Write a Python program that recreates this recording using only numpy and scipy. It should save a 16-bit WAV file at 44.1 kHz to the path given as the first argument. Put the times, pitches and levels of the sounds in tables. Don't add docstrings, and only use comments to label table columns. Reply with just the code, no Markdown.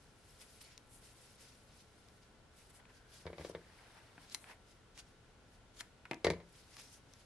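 import sys
import numpy as np
from scipy import signal
from scipy.fft import rfft, irfft, next_fast_len
from scipy.io import wavfile

SR = 44100
rng = np.random.default_rng(int(sys.argv[2]) if len(sys.argv) > 2 else 0)


def inscribe(sig):
    pcm = np.round(np.clip(np.atleast_2d(sig).T, -1, 1) * 32767)
    wavfile.write(sys.argv[1], SR, pcm.astype(np.int16))


N = 319725
TIME_S = np.arange(N) / SR
CUTOFF_HZ = 16000
ROOM_T60_S, ROOM_AIR_DB = 0.31, -63.5
CARD_PAN_DB, SCISSORS_PAN_DB, SCISSORS_LAG_S = 0.74, 0.88, 3.2e-5
PULL_SHAPE, SLIDE_SHAPE, SHEAR_SHAPE = 1.24, 1.48, 0.82
DESK_FOCUS_DB, HANDLE_FOCUS_DB, STEEL_FOCUS_DB = 3, 11, 2.5
DESK_FOCUS_OCT, HANDLE_FOCUS_OCT, STEEL_FOCUS_OCT = 0.3, 0.15, 0.49

# t/s, level/dB, rise/s, fall/s, rub over hiss/dB
RIBBON_PULLS = [(0.04, -75.5, 0.066, 0.074, 2), (0.3, -72, 0.12, 0.11, 0), (0.418, -56.5, 0.017, 0.019, -5),
                (0.53, -68, 0.24, 0.18, 0.5), (0.615, -57.5, 0.007, 0.016, 1.5),
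                (0.648, -68, 0.027, 0.04, 6), (0.72, -72.5, 0.04, 0.032, 8),
                (0.951, -60.5, 0.04, 0.037, -11), (1.06, -63.5, 0.044, 0.075, -0.5),
                (1.22, -68, 0.086, 0.24, 1), (1.42, -65, 0.037, 0.13, 2.5), (1.81, -71, .14, 0.039, 3),
                (2.02, -75.5, 0.19, 0.2, 1), (2.17, -74, 0.013, 0.013, 1), (2.23, -79.5, 0.02, 0.045, 8),
                (2.59, -68.5, 0.038, 0.1, 0.5), (2.705, -66, 0.013, .012, -3),
                (2.76, -62.5, 0.02, 0.025, -4), (2.97, -73.5, 0.049, 0.035, 4),
                (3.15, -65, 0.047, 0.1, 3.5), (3.497, -63.5, .012, 0.0084, 0),
                (4.336, -59.5, .018, .01, -10), (4.415, -66.5, .04, 0.088, -23),
                (4.71, -73, 0.045, .05, 4.5), (5.08, -78, .02, 0.045, 6.5),
                (5.55, -76.5, 0.058, 0.025, 2.5), (5.768, -72, 0.018, .03, -15),
                (5.801, -58, .008, .008, -10), (6.58, -69, 0.073, 0.086, 4),
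                (6.735, -68, 0.054, 0.019, 4.5), (6.8, -59.5, 0.041, 0.064, 2.5),
                (6.945, -64.5, 0.046, 0.03, 1), (7.2, -73.5, 0.11, 0.044, 5.5)]
# t/s, level/dB, rise/s, fall/s, hiss over scrape/dB
MAT_SLIDES = [(2.802, -62, 0.011, 0.006, -10), (2.9, -66, 0.012, 0.018, -7), (3.41, -61, 0.041, 0.078, -1),
              (3.88, -65.5, 0.36, 0.35, -2.5), (3.97, -62, 0.022, 0.037, -10),
              (4.24, -68.5, 0.06, 0.032, 4), (4.512, -54.5, 0.054, 0.025, -7.5),
              (6.795, -60.5, 0.019, 0.0087, -2)]
# t/s, level/dB, snap over dull part/dB
SMALL_TICKS = [(0.613, -68, 3), (0.7779, -63, 7.5), (2.086, -71.5, 4), (2.854, -64, -18), (4.298, -72, 11),
               (4.4422, -57.5, -20), (4.977, -58.5, -1), (6.144, -68.5, 10.5), (6.768, -58.5, 0.5),
               (6.797, -65.5, 4), (7.1366, -70.5, 10)]
# t/s, level/dB, rise/s, fall/s
BLADE_SHEARS = [(3.46, -57, 0.026, 0.036), (4.326, -52.5, 0.028, 0.018), (4.345, -51, 0.0055, 0.003),
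                (4.991, -50.5, 0.011, 0.013), (5.77, -59.5, 0.012, 0.017), (5.795, -49, 0.0055, 0.007),
                (5.803, -45.5, 0.005, 0.0046)]
# t/s, level/dB, rise/s, fall/s, f/Hz, width/Hz
FINGERTIP_RUBS = [(0.425, -65, 0.02, 0.027, 2000, 1400), (0.685, -69.5, 0.071, 0.08, 2070, 650),
                  (2.98, -71.5, 0.26, 0.28, 1560, 130), (6.86, -66, .07, .05, 5500, 1000),
                  (6.94, -63, .035, 0.033, 5900, 1000)]
STEEL_SQUEAKS = [(3.5, -63, .005, .01, 5800, 200), (4.315, -63, .01, .008, 4100, 600),
                 (4.3445, -57, .0025, .002, 3800, 700), (4.42, -69, .02, .015, 8500, 400),
                 (5.777, -66, .014, .011, 7000, 350), (5.8062, -48, 0.0058, 0.0018, 3230, 400)]
# t/s, body/dB, loops/dB, blade/dB, clack f/Hz, snap f/Hz
HAND_CLACKS = [(4.179, -59, -57.5, -86, 1760, 4300), (4.3467, -64, -49, -39, 2240, 4300),
               (5.8079, -59.5, -47.5, -46.5, 1900, 5500), (6.054, -74, -52, -68.5, 1310, 4300),
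               (6.112, -38, -39.5, -53, 2280, 5600), (6.133, -49, -47.5, -63, 2250, 4300)]
# boom/dB, panel/dB, slap/dB, clack/dB, crack/dB;
# knock f/Hz, clack f/Hz, crack top f/Hz (low where the mat cushions)
DESK_KNOCKS = [(3.255, -49, -1, -12.5, -8.5, -20, -28, 400, 2200, 3500),
               (3.266, -47.5, -10, -12, -6, -6, -9.5, 490, 2270, 5000),
               (3.274, -49.5, -11, -15, -7, -9, -17, 390, 2250, 3800),
               (3.301, -49.5, -19, -16, -10, -22, -24, 520, 1950, 3500),
               (3.33, -49.5, -17, -10, -9, -9, -17, 460, 2270, 4000),
               (3.382, -51.5, -13, -13, -2.5, -7, -9, 600, 2250, 5500),
               (3.396, -50, -5, -7.5, -13, -22, -30, 340, 1850, 3500),
               (3.409, -51, -12, -9, -6, -8, -19, 370, 2150, 4200),
               (3.448, -43, -28, -20, -11, -15, -14.5, 350, 2200, 6000),
               (3.497, -46, -21, -14.5, -13, -20, -27, 390, 1850, 4000),
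               (3.549, -42, -19, -14, -9.5, -12.5, -15, 475, 1980, 3960),
               (6.2443, -44.5, -16, -10, -5, -2, -2, 560, 2250, 7000),
               (6.2465, -29.5, -17, -19, -9.5, -7, -7.5, 580, 2050, 7800),
               (6.268, -26.5, -18.5, -17.5, -14.5, -11, -15, 490, 1830, 5900),
               (6.302, -32.5, -15, -6, -11, -8, -9.5, 460, 2150, 7900),
               (6.335, -49, -18, -14, -8, -7, -13, 380, 2080, 6000),
               (6.402, -59, -15, -5, -5, -4.5, -12, 520, 2000, 5500)]

# f/Hz, width/Hz, level/dB
CARD_MODES = [(1180, 500, -0.66), (1980, 1200, 0.16), (2260, 210, -2)]
PAPER_MODES = [(2870, 1200, 3), (4100, 1700, 22), (5500, 1200, 25), (8100, 1400, -2), (10300, 910, -17)]
HELD_BODY_MODES = [(187, 170, -2), (314, 51, 2), (500, 94, -8), (666, 88, 0), (900, 130, -6)]
HELD_LOOP_MODES = [(970, 280, 3.5), (1390, 230, -1.5), (1730, 430, 1), (2100, 240, 3.5), (2450, 240, -4)]
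HELD_STEEL_MODES = [(3170, 400, -17), (4300, 400, 4.5), (5000, 560, 2), (5970, 910, -1), (7360, 1300, -2.5),
                    (9160, 450, -6), (9900, 650, -5), (13500, 3000, -28)]
HANDLE_MODES = [(1560, 260, -7), (1844, 100, 5.5), (2060, 140, 7), (2240, 90, 5), (2920, 500, 0)]
BLADE_MODES = [(2950, 230, -42), (3690, 970, -1.5), (4030, 180, 0), (4580, 500, -0.5), (5460, 1600, -7),
               (7400, 2500, -10.5), (10040, 1800, -2)]
DESK_FRAME_MODES = [(63.6, 8.5, -40), (87.8, 9.3, -3.5), (131, 470, -9)]
DESK_PANEL_MODES = [(173, 18, 1), (254, 34, -15.5)]
DESK_TOP_MODES = [(347, 28, 1.5), (392, 45, -1.5), (466, 50, 2), (510, 56, 3), (560, 40, 1),
                  (652, 70, -4.5), (906, 180, -0.5), (1105, 150, -1.5)]
DESK_SLAP_MODES = [(770, 90, 0), (930, 84, 3.5), (1020, 70, 2), (1140, 140, -2.5), (1490, 490, -6)]

# f/Hz, relative level/dB
SATIN_HISS_SPECTRUM = [(3500, -5.5), (5500, -6.5), (7500, 3.5), (10200, 6.5), (11500, 3), (13000, -9),
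                       (14500, -42)]
SATIN_RUB_SPECTRUM = [(400, -23), (1100, -18.5), (2000, -5), (3200, -5.5), (5300, -2.5), (7000, -9),
                      (10000, -32)]
MAT_SCRAPE_SPECTRUM = [(250, -25), (450, -10.5), (600, -4), (850, -1), (1200, -5.5), (1900, -3), (2700, -8),
                       (4000, -22), (8000, -41)]
MAT_HISS_SPECTRUM = [(2000, 2), (3600, 6), (5200, 5.5), (7000, -2.5), (9500, 1.5), (12000, -2.5),
                     (15000, -60)]
SHEAR_SPECTRUM = [(400, -12), (1100, -7), (2300, -1), (2650, -2), (3100, 2), (3900, 1.5), (5100, 0.5),
                  (5800, -0.5), (6600, -1.5), (7500, -4), (10500, -7), (12500, -14), (15000, -60)]
AIR_SPECTRUM = [(12, -14), (20, 4.5), (42, 3), (70, -0.5), (126, -4), (285, -7.5), (309, -9), (427, -9.5),
                (938, -13.5), (1050, -14), (1370, -17.5), (1570, -15.5), (2630, -20.5), (2850, -19),
                (11000, -31), (13000, -46), (16900, -100), (22000, -120)]
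TAIL_SPECTRUM = [(80, 4), (135, -6.5), (240, -0.5), (350, -1.5), (520, -7.5), (1000, -4.5), (1600, -9),
                 (2300, -9), (5000, -13.5), (11000, -7.5), (15000, -15.5)]
# f/Hz, level/dB
HUM_TONES = [(43, -89), (118.4, -73), (436, -78.5), (511, -82), (1357, -79), (1475, -80)]
# f/Hz, correlation
DIFFUSE_CORRELATION = [(50, 0.93), (300, 0.83), (700, 0.64), (1500, 0.36), (3000, 0.24), (6000, 0.077),
                       (12000, 0.05)]
NEAR_CORRELATION = [(100, .98), (400, 0.98), (1000, 0.95), (2000, 0.66), (4000, 0.18), (10000, .05)]


def ribbon():
    t_s, db, rise_s, fall_s, grip_db = np.transpose(RIBBON_PULLS)
    hiss = friction(SATIN_HISS_SPECTRUM, slips_per_s=2500, grain_db=-1.5, flutter_db=2.1, ring_s=0.00088)
    rub = friction(SATIN_RUB_SPECTRUM, slips_per_s=2000, grain_db=-4.5, flutter_db=1.8, ring_s=0.0023)
    hiss *= strokes(t_s, db, rise_s, fall_s, PULL_SHAPE)
    rub *= strokes(t_s, db + grip_db, rise_s, fall_s, PULL_SHAPE)
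    return hiss + rub


def card():
    t_s, db, rise_s, fall_s, hiss_db = np.transpose(MAT_SLIDES)
    scrape = friction(MAT_SCRAPE_SPECTRUM, slips_per_s=1500, grain_db=-2.5, flutter_db=0.5)
    hiss = friction(MAT_HISS_SPECTRUM, slips_per_s=1600, grain_db=-8.5, flutter_db=0.9)
    scrape *= strokes(t_s, db, rise_s, fall_s, SLIDE_SHAPE)
    hiss *= strokes(t_s, db + hiss_db, rise_s, fall_s, SLIDE_SHAPE)
    t_s, db, snap_db = np.transpose(SMALL_TICKS)
    dull = strike(t_s, db, CARD_MODES, scatter_db=0, scatter_s=0.002, band_hz=(800, 3500))
    snap = strike(t_s, db + snap_db, PAPER_MODES, scatter_db=1, scatter_s=0.0015, band_hz=(2300, 13000))
    return scrape + hiss + dull + snap


def cutting():
    shear = friction(SHEAR_SPECTRUM, slips_per_s=1500, grain_db=-6.5, flutter_db=3.5)
    shear *= strokes(*np.transpose(BLADE_SHEARS), SHEAR_SHAPE)
    t_s, body_db, loops_db, blade_db, clack_hz, snap_hz = np.transpose(HAND_CLACKS)
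    loop_modes = focus_modes(HELD_LOOP_MODES, clack_hz, HANDLE_FOCUS_DB, HANDLE_FOCUS_OCT)
    steel_modes = focus_modes(HELD_STEEL_MODES, snap_hz, STEEL_FOCUS_DB, STEEL_FOCUS_OCT)
    body = strike(t_s, body_db, HELD_BODY_MODES, scatter_db=-0.5, scatter_s=0.011, band_hz=(128, 1080))
    loops = strike(t_s, loops_db, loop_modes, scatter_db=3, scatter_s=0.006, band_hz=(800, 2700))
    blade = strike(t_s, blade_db, steel_modes, scatter_db=-1, scatter_s=0.0042, band_hz=(2850, 15000))
    return shear + band_rubs(STEEL_SQUEAKS) + body + loops + blade


def knocks():
    (t_s, db, boom_db, panel_db, slap_db, clack_db, crack_db,
     knock_hz, clack_hz, crack_top_hz) = np.transpose(DESK_KNOCKS)
    top_modes = focus_modes(DESK_TOP_MODES, knock_hz, DESK_FOCUS_DB, DESK_FOCUS_OCT)
    handle_modes = focus_modes(HANDLE_MODES, clack_hz, HANDLE_FOCUS_DB, HANDLE_FOCUS_OCT)
    boom = strike(t_s, db + boom_db, DESK_FRAME_MODES,
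                  scatter_db=-17, scatter_s=0.008, band_hz=(40, 130))
    panel = strike(t_s, db + panel_db, DESK_PANEL_MODES,
                   scatter_db=-17, scatter_s=0.008, band_hz=(145, 290))
    top = strike(t_s, db, top_modes, scatter_db=-8, scatter_s=0.008, band_hz=(289, 722))
    slap = strike(t_s, db + slap_db, DESK_SLAP_MODES,
                  scatter_db=0, scatter_s=0.0072, band_hz=(700, 1660))
    clack = strike(t_s, db + clack_db, handle_modes,
                   scatter_db=7, scatter_s=0.0093, band_hz=(1290, 2630))
    crack = strike(t_s, db + crack_db, BLADE_MODES,
                   scatter_db=0, scatter_s=0.011, band_hz=(2680, crack_top_hz))
    return boom - panel + top + slap + clack + crack


def band_rubs(rows):
    out = 0
    for t_s, db, rise_s, fall_s, hz, width_hz in rows:
        noise = at_microphones(rng.standard_normal((2, N)))
        rub = unit_rms(resonate(noise, [(hz, width_hz, 0)]))
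        out = out + strokes([t_s], [db], [rise_s], [fall_s], SLIDE_SHAPE) * rub
    return out


def friction(spectrum, slips_per_s, grain_db, flutter_db, ring_s=0.0046):
    mid_side = rng.standard_normal((2, N))
    mid_side[0] += from_db(grain_db) * unit_rms(slips(slips_per_s, ring_s))
    return at_microphones(mid_side, spectrum) * from_db(flutter_db * drift(70))


def slips(per_s, ring_s):
    starts = np.flatnonzero(rng.random(N) < per_s / SR)
    pitch, size, phase = rng.random((len(starts), 3)).T[:, :, None]
    age_s = TIME_S[:SR // 200]
    heights = (1 - 0.98 * size) ** -0.4
    rings = heights * np.exp(-age_s / ring_s) * np.sin(2 * np.pi * (pitch * CUTOFF_HZ * age_s + phase))
    indices = starts[:, None] + np.arange(len(age_s))
    return np.bincount(indices.ravel(), rings.ravel(), N)[:N]


def strokes(peaks_s, levels_db, rises_s, falls_s, shape):
    power = 0
    for t_s, db, rise_s, fall_s in zip(peaks_s, levels_db, rises_s, falls_s):
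        from_peak = np.clip(np.maximum((t_s - TIME_S) / rise_s, (TIME_S - t_s) / fall_s), 0, 10)
        power = power + (from_db(db) * np.exp(-from_peak ** shape)) ** 2
    return np.sqrt(power)


def strike(times_s, levels_db, modes, scatter_db, scatter_s, band_hz):
    size, attack = SR // 3, SR // 100
    out = np.zeros((2, N + size))
    decay = np.exp(-TIME_S[:size] / scatter_s) + 1e-9
    low_hz, high_hz = band_hz
    tops_hz = np.clip(np.broadcast_to(high_hz, len(times_s)), low_hz + 20, 0.45 * SR)
    bodies = [modes] * len(times_s) if np.ndim(modes) == 2 else modes
    for t_s, db, body, top_hz in zip(times_s, levels_db, bodies, tops_hz):
        scatter = at_microphones(rng.standard_normal((2, size)), correlation=NEAR_CORRELATION) * decay
        contact = from_db(scatter_db) * unit_rms(scatter) / np.sqrt(size)
        contact[:, 0] += 1
        bandpass = signal.butter(2, [low_hz, top_hz], "band", fs=SR, output="sos")
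        ring = signal.sosfilt(bandpass, resonate(contact, body))
        attack_rms = np.sqrt(np.mean(ring[:, :attack] ** 2))
        start = round(t_s * SR)
        out[:, start:start + size] += from_db(db) * ring / attack_rms
    return out[:, :N]


def focus_modes(modes, centres_hz, lift_db, span_oct):
    return [[(hz, width_hz, db + lift_db * np.exp(-(np.log2(hz / centre_hz) / span_oct) ** 2))
             for hz, width_hz, db in modes]
            for centre_hz in centres_hz]


def resonate(x, modes):
    out = 0
    for hz, width_hz, db in modes:
        r = np.exp(-np.pi * width_hz / SR)
        poles = [1, -2 * r * np.cos(2 * np.pi * hz / SR), r * r]
        out = out + from_db(db) * signal.lfilter([(1 - r * r) / 2, 0, (r * r - 1) / 2], poles, x)
    return out


def at_microphones(mid_side, spectrum=((20, 0), (20000, 0)), correlation=DIFFUSE_CORRELATION):
    length = mid_side.shape[1]
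    size = next_fast_len(length)
    hz = np.arange(size // 2 + 1) * SR / size
    mid, side = rfft(mid_side, size) * from_db(at_hz(spectrum, hz))
    alike = np.clip(at_hz(correlation, hz), -1, 1)
    left_right = np.sqrt(1 + alike) * mid + np.sqrt(1 - alike) * side * [[1], [-1]]
    return unit_rms(irfft(left_right, size)[:, :length])


def delayed(x, lag_s):
    size = next_fast_len(N + SR // 100)
    hz = np.arange(size // 2 + 1) * SR / size
    return irfft(rfft(x, size) * np.exp(-2j * np.pi * hz * lag_s), size)[:N]


def drift(knots_per_s):
    knots = rng.standard_normal(N // 8)
    return np.interp(TIME_S * knots_per_s, np.arange(len(knots)), knots)


def at_hz(points, hz):
    known_hz, values = np.transpose(points)
    return np.interp(np.log(hz + 1), np.log(known_hz), values)


def from_db(db):
    return 10 ** (np.asarray(db) / 20)


def unit_rms(x):
    return x / np.sqrt(np.mean(x ** 2) + 1e-20)


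def pan_left(db):
    return from_db([[db], [-db]])


def room(x, wet_db):
    age_s = TIME_S[:SR // 2]
    noise = at_microphones(rng.standard_normal((2, len(age_s))), TAIL_SPECTRUM, NEAR_CORRELATION)
    onset = np.clip(age_s / 0.0042 - 0.5, 0, 1)
    decay = from_db(-60 * age_s / ROOM_T60_S)
    tail = unit_rms(noise * decay * onset) / np.sqrt(len(age_s))
    return x + from_db(wet_db) * signal.fftconvolve(x, tail, axes=1)[:, :N]


def background():
    air = from_db(ROOM_AIR_DB) * at_microphones(rng.standard_normal((2, N)), AIR_SPECTRUM)
    hum = 0
    for hz, db in HUM_TONES:
        gain = from_db(db + 0.5 * drift(3.3))
        hum = hum + gain * np.sin(2 * np.pi * hz * TIME_S + 0.92 * drift(8))
    return air + hum


def scene():
    tying = room(ribbon() + card() + band_rubs(FINGERTIP_RUBS), wet_db=-19) * pan_left(CARD_PAN_DB)
    left, right = room(cutting() + knocks(), wet_db=-15)
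    scissors = np.array([delayed(left, SCISSORS_LAG_S), right]) * pan_left(SCISSORS_PAN_DB)
    return tying + scissors + background() * pan_left(db=0.6)


def record(dry):
    heard = signal.sosfilt(signal.butter(2, 36, "high", fs=SR, output="sos"), dry)
    heard = signal.sosfilt(signal.butter(3, 12500, fs=SR, output="sos"), heard)
    return signal.sosfilt(signal.ellip(10, 0.1, 70, CUTOFF_HZ, fs=SR, output="sos"), heard)


dry = scene()
out = record(dry)
inscribe(out)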